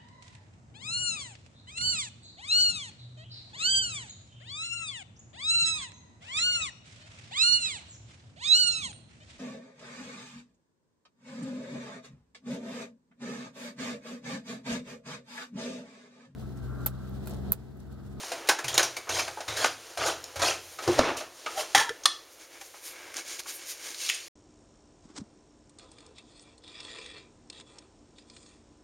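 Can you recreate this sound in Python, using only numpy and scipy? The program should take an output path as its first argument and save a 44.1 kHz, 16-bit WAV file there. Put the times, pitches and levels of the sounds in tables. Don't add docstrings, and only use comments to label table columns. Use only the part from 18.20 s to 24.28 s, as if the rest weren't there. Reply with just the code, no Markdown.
import sys
import numpy as np
from scipy import signal
from scipy.fft import rfft, irfft, next_fast_len
from scipy.io import wavfile
from scipy.ndimage import uniform_filter1d

SR = 44100
rng = np.random.default_rng(int(sys.argv[2]) if len(sys.argv) > 2 else 0)


def bounce(signal):
    frames = np.transpose(np.atleast_2d(signal))
    limited = np.clip(frames, -1, 1)
    pcm = np.round(limited * 32767).astype(np.int16)
    wavfile.write(sys.argv[1], SR, pcm)


N = 268250

# f/Hz, width/Hz, level/dB
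TRAY_MODES = [(340, 19, 7), (480, 290, 1.5), (647, 300, -2), (866, 130, -2), (1304, 290, -4.5),
              (1634, 120, -8), (2330, 47, -6), (4100, 230, -7), (5380, 180, -10), (6340, 160, -8)]
# f/Hz, level/dB
PLASTIC_COLOUR = [(30, -45), (60, -32), (100, -14), (200, -11), (300, -9), (600, -3.5), (1500, 0.5),
                  (3000, -0.5), (7000, 4), (10000, -3), (15000, -14)]
# peak t/s, length/s, body level/dB,
# treble level/dB, fizz level/dB
SLEEVE_STROKES = [(2.5, .14, -63, -54, -47), (3.395, 0.033, -48, -36, -33), (4.127, 0.033, -81, -53, -49),
                  (4.219, 0.044, -52.5, -48.5, -62), (4.347, 0.057, -50.5, -51, -59),
                  (4.452, .07, -62, -49.5, -47), (4.565, 0.039, -58, -49.5, -51),
                  (4.669, 0.05, -54.5, -42, -35), (4.82, 0.21, -47.5, -52.5, -63),
                  (4.98, 0.032, -40, -36.5, -50), (5.112, 0.067, -46.5, -37.5, -58),
                  (5.198, 0.011, -42.5, -36.5, -36), (5.297, 0.034, -48, -36.5, -37),
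                  (5.352, 0.033, -69, -54, -33.5), (5.44, 0.24, -53, -46.5, -62),
                  (5.5, 0.036, -58, -36, -33.5), (5.672, 0.076, -46.5, -39, -44),
                  (5.838, 0.081, -52, -35, -49), (5.96, 0.066, -53, -44.5, -58),
                  (6.07, 0.069, -60, -50, -62)]


def amp(db):
    return 10 ** (np.asarray(db) / 20)


def unit_rms(x):
    return x / np.sqrt(np.mean(x ** 2, -1, keepdims=True) + 1e-20)


def curve(points, hz):
    f, value = np.transpose(points)
    return np.interp(np.log(hz + 1), np.log(f), value)


def add(mix, s, sound):
    part = mix[max(round(s * SR), 0):][:len(sound)]
    part += sound[:len(part)]


def with_send(x, room_db):
    return np.array([x, amp(room_db) * x])


def low_cut(x, hz):
    return signal.sosfilt(signal.butter(2, hz, "highpass", fs=SR, output="sos"), x)


def resonance(modes, hz, bed_db):
    peaks = sum(amp(db) ** 2 / (1 + (2 * (hz - f) / width) ** 2) for f, width, db in modes)
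    return np.sqrt(amp(bed_db) ** 2 + peaks)


def contact(hz, treble_db):
    cutoff_hz = 1300 + 20000 * amp(1.53 * treble_db)
    return 1 / np.hypot(1, (hz / cutoff_hz) ** 2)


def bands(x, colour, bass_hz=210, treble_hz=2500):
    size = next_fast_len(len(x), real=True)
    hz = np.fft.rfftfreq(size, 1 / SR)
    bass = 1 / (1 + (hz / bass_hz) ** 8)
    treble = 1 - 1 / (1 + (hz / treble_hz) ** 8)
    shares = np.sqrt(np.clip([1 - bass - treble, bass, treble], 0, 1))
    return irfft(rfft(x, size) * colour(hz) * shares, size)[:, :len(x)]


def grains(count, per_s, spread_db):
    chance, size, sign = rng.random(count), rng.exponential(1, count), rng.choice([-1, 1], count)
    return unit_rms((chance < per_s / SR) * sign * amp(spread_db * np.minimum(size, 4)))


def blows(hits, spectrum, modes, bed_db, ring_db, ring_share, hard_rise_s, bass_db, bass_t60, level_db):
    out, t = np.zeros(N), np.arange(8192) / SR
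    hard_db, softening = -18, 0.42
    for s, db, treble_db, decay, ring_hz in hits:
        def colour(hz):
            spot = 1 + amp(ring_db) / (1 + (2 * (hz - ring_hz) / (ring_share * ring_hz)) ** 2)
            return amp(curve(spectrum, hz)) * resonance(modes, hz, bed_db) * spot * contact(hz, treble_db)
        rise = hard_rise_s * amp(softening * (hard_db - db - max(treble_db, 0)))
        t60s = np.array([[1.66 * decay], [bass_t60], [1.12 * decay]])
        envelope = np.minimum(t / rise, 1) * amp(-60 * np.maximum(t - rise, 0) / t60s)
        envelope_rms = np.sqrt(np.mean(envelope ** 2, 1, keepdims=True))
        noise = bands(rng.standard_normal(len(t)), colour)
        body, bass, treble = unit_rms(noise * envelope) * envelope_rms
        clack = low_cut(body + amp(treble_db) * treble, hz=203)
        add(out, s, amp(level_db + db) * (clack + amp(bass_db) * bass))
    return out


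def strokes(peaks, lengths, dbs, lean=0.15, roundness=1.69):
    t = np.arange(0, N, 64) / SR
    since = t - peaks[:, None]
    away = abs(2 * since / lengths[:, None] / (1 + lean * np.sign(since)))
    power = amp(dbs[:, None]) ** 2 * 0.5 ** (away ** roundness)
    return np.interp(np.arange(N) / SR, t, np.sqrt(power.sum(0)))


def rubbing(rows, modes, per_s, spread_db, bass_db):
    # f/Hz, level/dB
    spectrum = [(30, -6.5), (100, 9), (200, -4.5), (330, -1), (450, 0.5), (900, 1), (1500, 0.5), (2300, 0),
                (4000, 6), (6300, 10), (9000, 6), (12000, -4), (15500, -9.5)]
    s, length, body_db, treble_db, *_ = np.transpose(rows)
    friction = grains(N, per_s, spread_db)
    coloured = bands(friction, lambda hz: amp(curve(spectrum, hz)) * resonance(modes, hz, bed_db=-2))
    body, bass, treble = unit_rms(coloured)
    rub = (body + amp(bass_db) * bass) * strokes(s, length, body_db)
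    return rub + treble * strokes(s, length, treble_db)


def air(level_db):
    # f/Hz, level/dB
    spectrum = [(18, -34), (30, -15), (225, -19), (341, -4), (399, -11.5), (518, -4.5), (808, -16),
                (5040, -18), (6370, -14.5), (8060, -18), (10200, -19.5), (15500, -25.5)]
    colour = amp(curve(spectrum, np.fft.rfftfreq(N, 1 / SR)))
    return amp(level_db) * unit_rms(irfft(rfft(rng.standard_normal(N)) * colour, N))


def lid_knocks():
    # t/s, body level/dB, treble over body/dB, base decay/s, ring f/Hz
    hits = [(0.032, -34, -20, 0.011, 860), (0.116, -30, -3, 0.11, 675), (0.271, -55.5, 20, .12, 2460),
            (0.2875, -17, 1.5, 0.037, 990), (0.2925, -15, -0.5, 0.048, 1600), (0.308, -26, 0, 0.12, 900),
            (0.386, -30.5, -1.5, 0.1, 1740), (0.441, -32.5, 3, .09, 2470), (0.48, -36.5, 12, .11, 3130),
            (0.541, -32.5, 10, 0.065, 6940), (0.551, -39, 9, 0.033, 3800), (0.5775, -19.5, 10, 0.045, 3880),
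            (0.593, -18, -1.5, 0.062, 1630), (0.627, -27.5, 8.5, 0.11, 5800),
            (0.765, -33.5, 4.5, 0.086, 2220), (0.869, -37.5, -16, 0.13, 1220),
            (0.8905, -27.5, 1, 0.085, 6300), (0.991, -25, 0, 0.066, 2380), (1.077, -30, -5, 0.064, 816),
            (1.171, -33.5, -39, 0.11, 860), (1.203, -33, -3.5, 0.071, 680), (1.278, -33, 0, 0.22, 3760),
            (1.366, -34, 3, 0.28, 1660), (1.416, -31, -13, 0.13, 1540), (1.4425, -16, -5.5, 0.052, 1480),
            (1.456, -25, -1, 0.072, 1320), (1.772, -29, -3.5, 0.072, 715), (1.808, -27.5, -12, 0.21, 680),
            (1.859, -34, 5.5, 0.22, 1470), (2.156, -35.5, -1, 0.17, 567), (2.192, -31.5, -2.5, 0.23, 1020),
            (2.216, -24.5, -7, 0.049, 1290), (2.586, -33, -6.5, 0.075, 1280), (2.966, -42, 11, 0.21, 2820),
            (3.005, -32.5, -7.5, .1, 650), (3.26, -25.5, -8.5, 0.06, 1296), (4.409, -41, 2.5, 0.047, 6100),
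            (4.536, -45, -19, 0.065, 1020), (5.257, -39, -22, 0.019, 1190)]
    return blows(hits, PLASTIC_COLOUR, TRAY_MODES, bed_db=-8, ring_db=7.5, ring_share=0.085,
                 hard_rise_s=0.0021, bass_db=-35, bass_t60=0.22, level_db=-1.5)


def hands(level_db):
    # peak t/s, length/s, body level/dB, treble level/dB
    grips = [(0.05, 0.13, -47, -34), (0.23, 0.66, -36.5, -51), (0.7, .1, -60, -41), (1.1, 0.36, -42, -42.5),
             (1.52, 0.037, -57, -43), (1.68, 0.15, -44.5, -42.5), (2.02, 0.48, -43, -46.5),
             (2.5, 0.33, -51.5, -45), (2.64, 0.029, -32.5, -34), (2.735, 0.088, -25.5, -31),
             (2.875, 0.066, -20, -39.5), (3.2, 0.1, -47, -42), (3.32, 0.081, -36, -36.5),
             (3.49, 0.21, -42, -39.5), (3.8, 0.36, -45, -52)]
    return amp(level_db) * rubbing(grips, TRAY_MODES, per_s=7000, spread_db=2, bass_db=-28.5)


def footfalls(rise_s=0.022, boom_t60=0.91, ring_t60=0.82):
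    # t/s, level/dB, ring f/Hz
    steps = [(0.439, -41.5, 126.2), (0.889, -45, 86.7), (1.272, -45, 105.7), (1.779, -47, 81.8),
             (2.16, -44, 87.7), (2.66, -40, 122.7)]
    # f/Hz, width/Hz, level/dB
    modes = [(80, 24, -3.5), (126, 42, 3)]
    out, t = np.zeros(N), np.arange(SR // 2) / SR
    for s, db, ring_hz in steps:
        noise = rng.standard_normal(len(t))
        _, bass, _ = bands(noise, lambda hz: resonance(modes, hz, bed_db=-32) * hz / (hz + 60))
        boom = unit_rms(bass) * amp(-1.5 - 60 * t / boom_t60)
        ring = unit_rms(np.sin(2 * np.pi * ring_hz * t)) * amp(-0.5 - 60 * t / ring_t60)
        add(out, s, np.minimum(t / rise_s, 1) * amp(db) * (boom + ring))
    return out


def pellet_pings(count, per_s=380, spread_db=6, low_hz=1019, high_hz=6960, t60=0.04, pellets=300):
    out, t = np.zeros(count), np.arange(1500) / SR
    for place, pitch, force, chance in rng.random((pellets, 4)):
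        if chance < per_s * count / SR / pellets:
            hz = low_hz * (high_hz / low_hz) ** pitch
            ping = amp(spread_db * force - 60 * t / t60) * np.sin(2 * np.pi * hz * t)
            add(out, place * count / SR, ping)
    return unit_rms(out)


def kibble_slides(level_db, bass_db=-27.5):
    # start t/s, fastest t/s, level/dB, swell/dB, treble over body/dB, settling t60/s
    slides = [(0.46, 0.61, -28.5, 17.5, 3.5, 0.28), (0.9, 0.99, -29, 5.5, 5, .3),
              (1.28, 1.44, -31.5, 16.5, 5, .4), (1.78, 1.885, -24.5, 9.5, -1.5, .22),
              (2.217, 2.295, -24, 1, 2, 0.23), (2.777, 2.81, -22, -4, -8.5, 0.64),
              (3.361, 3.408, -32.5, 15, 6.5, 0.15), (5.8, 5.9, -57.5, 5, 27.5, .55)]
    # f/Hz, level/dB
    spectrum = [(30, -36), (60, -45), (90, 3), (140, 1), (220, -6.5), (350, 1), (650, 8.5), (1500, -3.5),
                (3000, -6.5), (7000, -4), (10000, -11), (15000, -27)]
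    out = np.zeros(N)
    for start, fastest, top_db, swell_db, treble_db, t60 in slides:
        def colour(hz):
            bowl = resonance(TRAY_MODES, hz, bed_db=-4.5)
            return amp(curve(spectrum, hz)) * bowl * contact(hz, treble_db + 2)
        t = np.arange(start, fastest + t60 / 2, 1 / SR)
        db = top_db + np.interp(t, [start, fastest, fastest + t60], [-swell_db, 0, -60])
        tumble = grains(len(t), per_s=2600, spread_db=-0.5) + amp(-3) * pellet_pings(len(t))
        layers = unit_rms(bands(tumble, colour)) * amp([db, db + bass_db, db + treble_db])
        add(out, start, amp(level_db) * layers.sum(0) * signal.windows.tukey(len(t), 0.03))
    return out


def pellet_ticks(level_db):
    # t/s, level/dB, ring f/Hz, t60/s
    ticks = [(2.041, -31, 5630, 0.017), (2.041, -36.5, 12100, 0.015), (3.836, -35, 5770, 0.055),
             (4.942, -31.5, 2290, 0.016), (4.9678, -26.5, 6300, 0.0084), (5.193, -35, 4000, 0.036),
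             (5.235, -39, 5130, .014), (5.745, -35.5, 4270, 0.031), (5.8907, -24, 3260, 0.042),
             (5.8989, -18, 2520, 0.023), (5.947, -28.5, 9000, .015)]
    out, t = np.zeros(N), np.arange(2048) / SR
    hz = np.fft.rfftfreq(len(t), 1 / SR)
    plastic = amp(curve(PLASTIC_COLOUR, hz)) * hz / (hz + 1500)
    for s, db, ring_hz, t60 in ticks:
        ring = resonance([(ring_hz, 0.25 * ring_hz, 0)], hz, bed_db=-17)
        crack = unit_rms(irfft(rfft(rng.standard_normal(len(t))) * ring * plastic))
        add(out, s, amp(level_db + db - 60 * t / t60) * crack)
    return low_cut(out, hz=940)


def sleeves(level_db):
    # f/Hz, width/Hz, level/dB
    modes = [(340, 50, 6), (1630, 70, 6), (2224, 220, 5.5), (3120, 190, -9), (6800, 620, -4)]
    return amp(level_db) * rubbing(SLEEVE_STROKES, modes, per_s=14000, spread_db=4, bass_db=-35)


def thread_fizz(level_db, band_hz=(8200, 13500)):
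    s, length, *_, db = np.transpose(SLEEVE_STROKES)
    bandpass = signal.butter(2, band_hz, "bandpass", fs=SR, output="sos")
    threads = signal.sosfilt(bandpass, grains(N, per_s=18000, spread_db=4))
    return amp(level_db) * strokes(s, length, db) * unit_rms(threads)


def tray_flexes():
    # t/s, peak level/dB, f/Hz, rise/s, t60/s
    flexes = [(2.671, -17.5, 360.6, .022, 0.23), (2.674, -30, 92, .01, 0.19),
              (2.791, -9, 518, .0014, 0.022), (2.792, -22, 61.7, .0022, 0.032),
              (3.372, -28.5, 618, .02, 0.15)]
    out, t = np.zeros(N), np.arange(SR // 2) / SR
    for s, db, hz, rise, t60 in flexes:
        envelope = np.minimum(t / rise, 1) * amp(db - 60 * np.maximum(t - rise, 0) / t60)
        add(out, s, envelope * np.sin(2 * np.pi * hz * t))
    return out


def tray_bumps():
    # t/s, body level/dB, treble over body/dB, base decay/s, ring f/Hz
    hits = [(2.676, -22.5, -9, 0.062, 341), (2.688, -20.5, -35, .031, 332), (2.7905, -11, -9, 0.021, 542)]
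    # f/Hz, level/dB
    spectrum = [(30, -21), (60, -11), (130, 14), (240, 4), (400, 4.5), (700, -1), (1400, -5), (2500, -30.5),
                (7000, -20), (10000, -30), (15000, -30)]
    return blows(hits, spectrum, TRAY_MODES, bed_db=-3, ring_db=8.5, ring_share=0.039,
                 hard_rise_s=0.001, bass_db=-16, bass_t60=0.082, level_db=2.5)


def catch_squeaks(level_db, jitter=0.026):
    # t/s, f/Hz, level/dB
    glides = [
        [(3.355, 752, -42), (3.383, 797, -24), (3.4, 807, -30), (3.43, 776, -50)],
        [(3.548, 830, -5), (3.556, 794, -13.5), (3.585, 823, -31), (3.598, 810, -22), (3.615, 898, -20.5),
         (3.635, 938, -37), (3.65, 1020, -33), (3.672, 930, -33), (3.69, 937, -25), (3.705, 950, -59)],
        [(3.693, 357, -76), (3.705, 445, -27), (3.718, 480, -28.5), (3.735, 473, -62)],
    ]
    # multiple of the pitch, level/dB
    partials = [(1, 0.5), (2, -22), (3, -35), (4, -19)]
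    out = np.zeros(N)
    for glide in glides:
        s, hz, db = np.transpose(glide)
        t = np.arange(s[0], s[-1], 1 / SR)
        waver = 1 + jitter * unit_rms(uniform_filter1d(rng.standard_normal(len(t)), size=120))
        grip_db = 3 * unit_rms(uniform_filter1d(rng.standard_normal(len(t)), size=260))
        phase = 2 * np.pi * np.cumsum(np.interp(t, s, hz) * waver) / SR
        tone = sum(amp(partial_db) * np.sin(k * phase) for k, partial_db in partials)
        envelope = amp(level_db + np.interp(t, s, db) + grip_db) * signal.windows.tukey(len(t), 0.03)
        add(out, s[0], envelope * tone)
    return out


def catch_clacks():
    # t/s, body level/dB, treble over body/dB, base decay/s, ring f/Hz
    hits = [(3.376, -32, -24, 0.17, 684), (3.548, -13, 2, 0.05, 2070), (3.556, -18.5, 1, 0.15, 1050),
            (3.577, -16, 0, 0.083, 1760), (3.598, -23, 2.5, 0.18, 1730), (3.692, -24, -2.5, 0.035, 1620)]
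    # f/Hz, width/Hz, level/dB
    modes = [(430, 41, 1.5), (807, 37, -1), (1064, 26, -1.5), (1350, 50, -0.5), (1760, 63, -5),
             (1960, 86, -4), (3290, 360, -5.5), (3900, 120, -7.5), (4540, 86, -5), (5570, 220, -6),
             (6500, 90, -7), (8900, 440, -9)]
    return blows(hits, PLASTIC_COLOUR, modes, bed_db=-14.5, ring_db=12, ring_share=0.098,
                 hard_rise_s=0.0007, bass_db=-18, bass_t60=0.092, level_db=-2.5)


def catch_snap():
    # t/s, body level/dB, treble over body/dB, base decay/s, ring f/Hz
    hits = [(3.8558, -15.5, 6.5, 0.027, 1210)]
    # f/Hz, width/Hz, level/dB
    modes = [(615, 440, -12), (1100, 350, -3), (1770, 90, -2.5), (3485, 100, 4.5), (4220, 380, 1.5),
             (4930, 330, -6), (6020, 240, -3), (9250, 1600, -4)]
    return blows(hits, PLASTIC_COLOUR, modes, bed_db=-17, ring_db=5, ring_share=0.12,
                 hard_rise_s=0.00085, bass_db=-56, bass_t60=0.046, level_db=1.5)


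def room(x, build_s=0.0037, tails=3):
    # f/Hz, t60/s
    decay = [(50, 0.3), (90, 1), (200, 0.55), (530, 0.24), (1400, 0.34), (3700, 0.33), (7000, 0.33),
             (14000, 0.12)]
    out, travel = np.zeros(N), np.pi * np.arange(N) / SR
    for k in range(tails):
        hz, t, noise = signal.stft(rng.standard_normal(SR // 2), SR, nperseg=256)
        _, tail = signal.istft(noise * amp(-60 * t / curve(decay, hz)[:, None]), SR, nperseg=256)
        tail *= np.minimum(np.arange(len(tail)) / SR / build_s, 1)
        crossfade = np.sqrt(2 / tails) * np.cos(travel + np.pi * k / tails)
        out += signal.oaconvolve(x * crossfade, tail / np.linalg.norm(tail))[:N]
    return out


def scene():
    direct, send = (
        with_send(lid_knocks(), room_db=-11)
        + with_send(tray_bumps(), room_db=-8)
        + with_send(catch_clacks(), room_db=-17.5)
        + with_send(catch_snap(), room_db=-10.5)
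        + with_send(kibble_slides(level_db=-5), room_db=-10)
        + with_send(pellet_ticks(level_db=0.5), room_db=-7.5)
        + with_send(tray_flexes(), room_db=-14)
        + with_send(catch_squeaks(level_db=-5), room_db=-22))
    handling = hands(level_db=-8) + sleeves(level_db=-1)
    mono = direct + room(send) + footfalls() + handling + thread_fizz(level_db=-9.5) + air(level_db=-54)
    return np.array([mono, mono])


def port_dip(x, hz, width_hz, depth):
    notched = signal.lfilter(*signal.iirnotch(hz, hz / width_hz, fs=SR), x)
    return x + depth * (notched - x)


def gain_control(x, threshold_db=-23.5, slope=0.21, attack_s=0.023, recovery_db_per_s=13):
    power_db = 10 * np.log10(abs(uniform_filter1d(x[0] ** 2, size=400)) + 1e-12)
    fall_db = np.arange(N) * recovery_db_per_s / SR
    held_db = np.maximum.accumulate(power_db + fall_db) - fall_db
    over_db = np.maximum(held_db - threshold_db, 0)
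    pole = np.exp(-1 / (attack_s * SR))
    return x / amp(slope * signal.lfilter([1 - pole], [1, -pole], over_db))


def record(dry):
    coloured = port_dip(dry, hz=7890, width_hz=770, depth=1)
    coloured = port_dip(coloured, hz=187.6, width_hz=107, depth=0.87)
    lowpass = signal.firwin(255, cutoff=16050, window=("kaiser", 8), fs=SR)
    return signal.oaconvolve(gain_control(coloured), lowpass[None], "same")


dry = scene()
out = record(dry)
bounce(out)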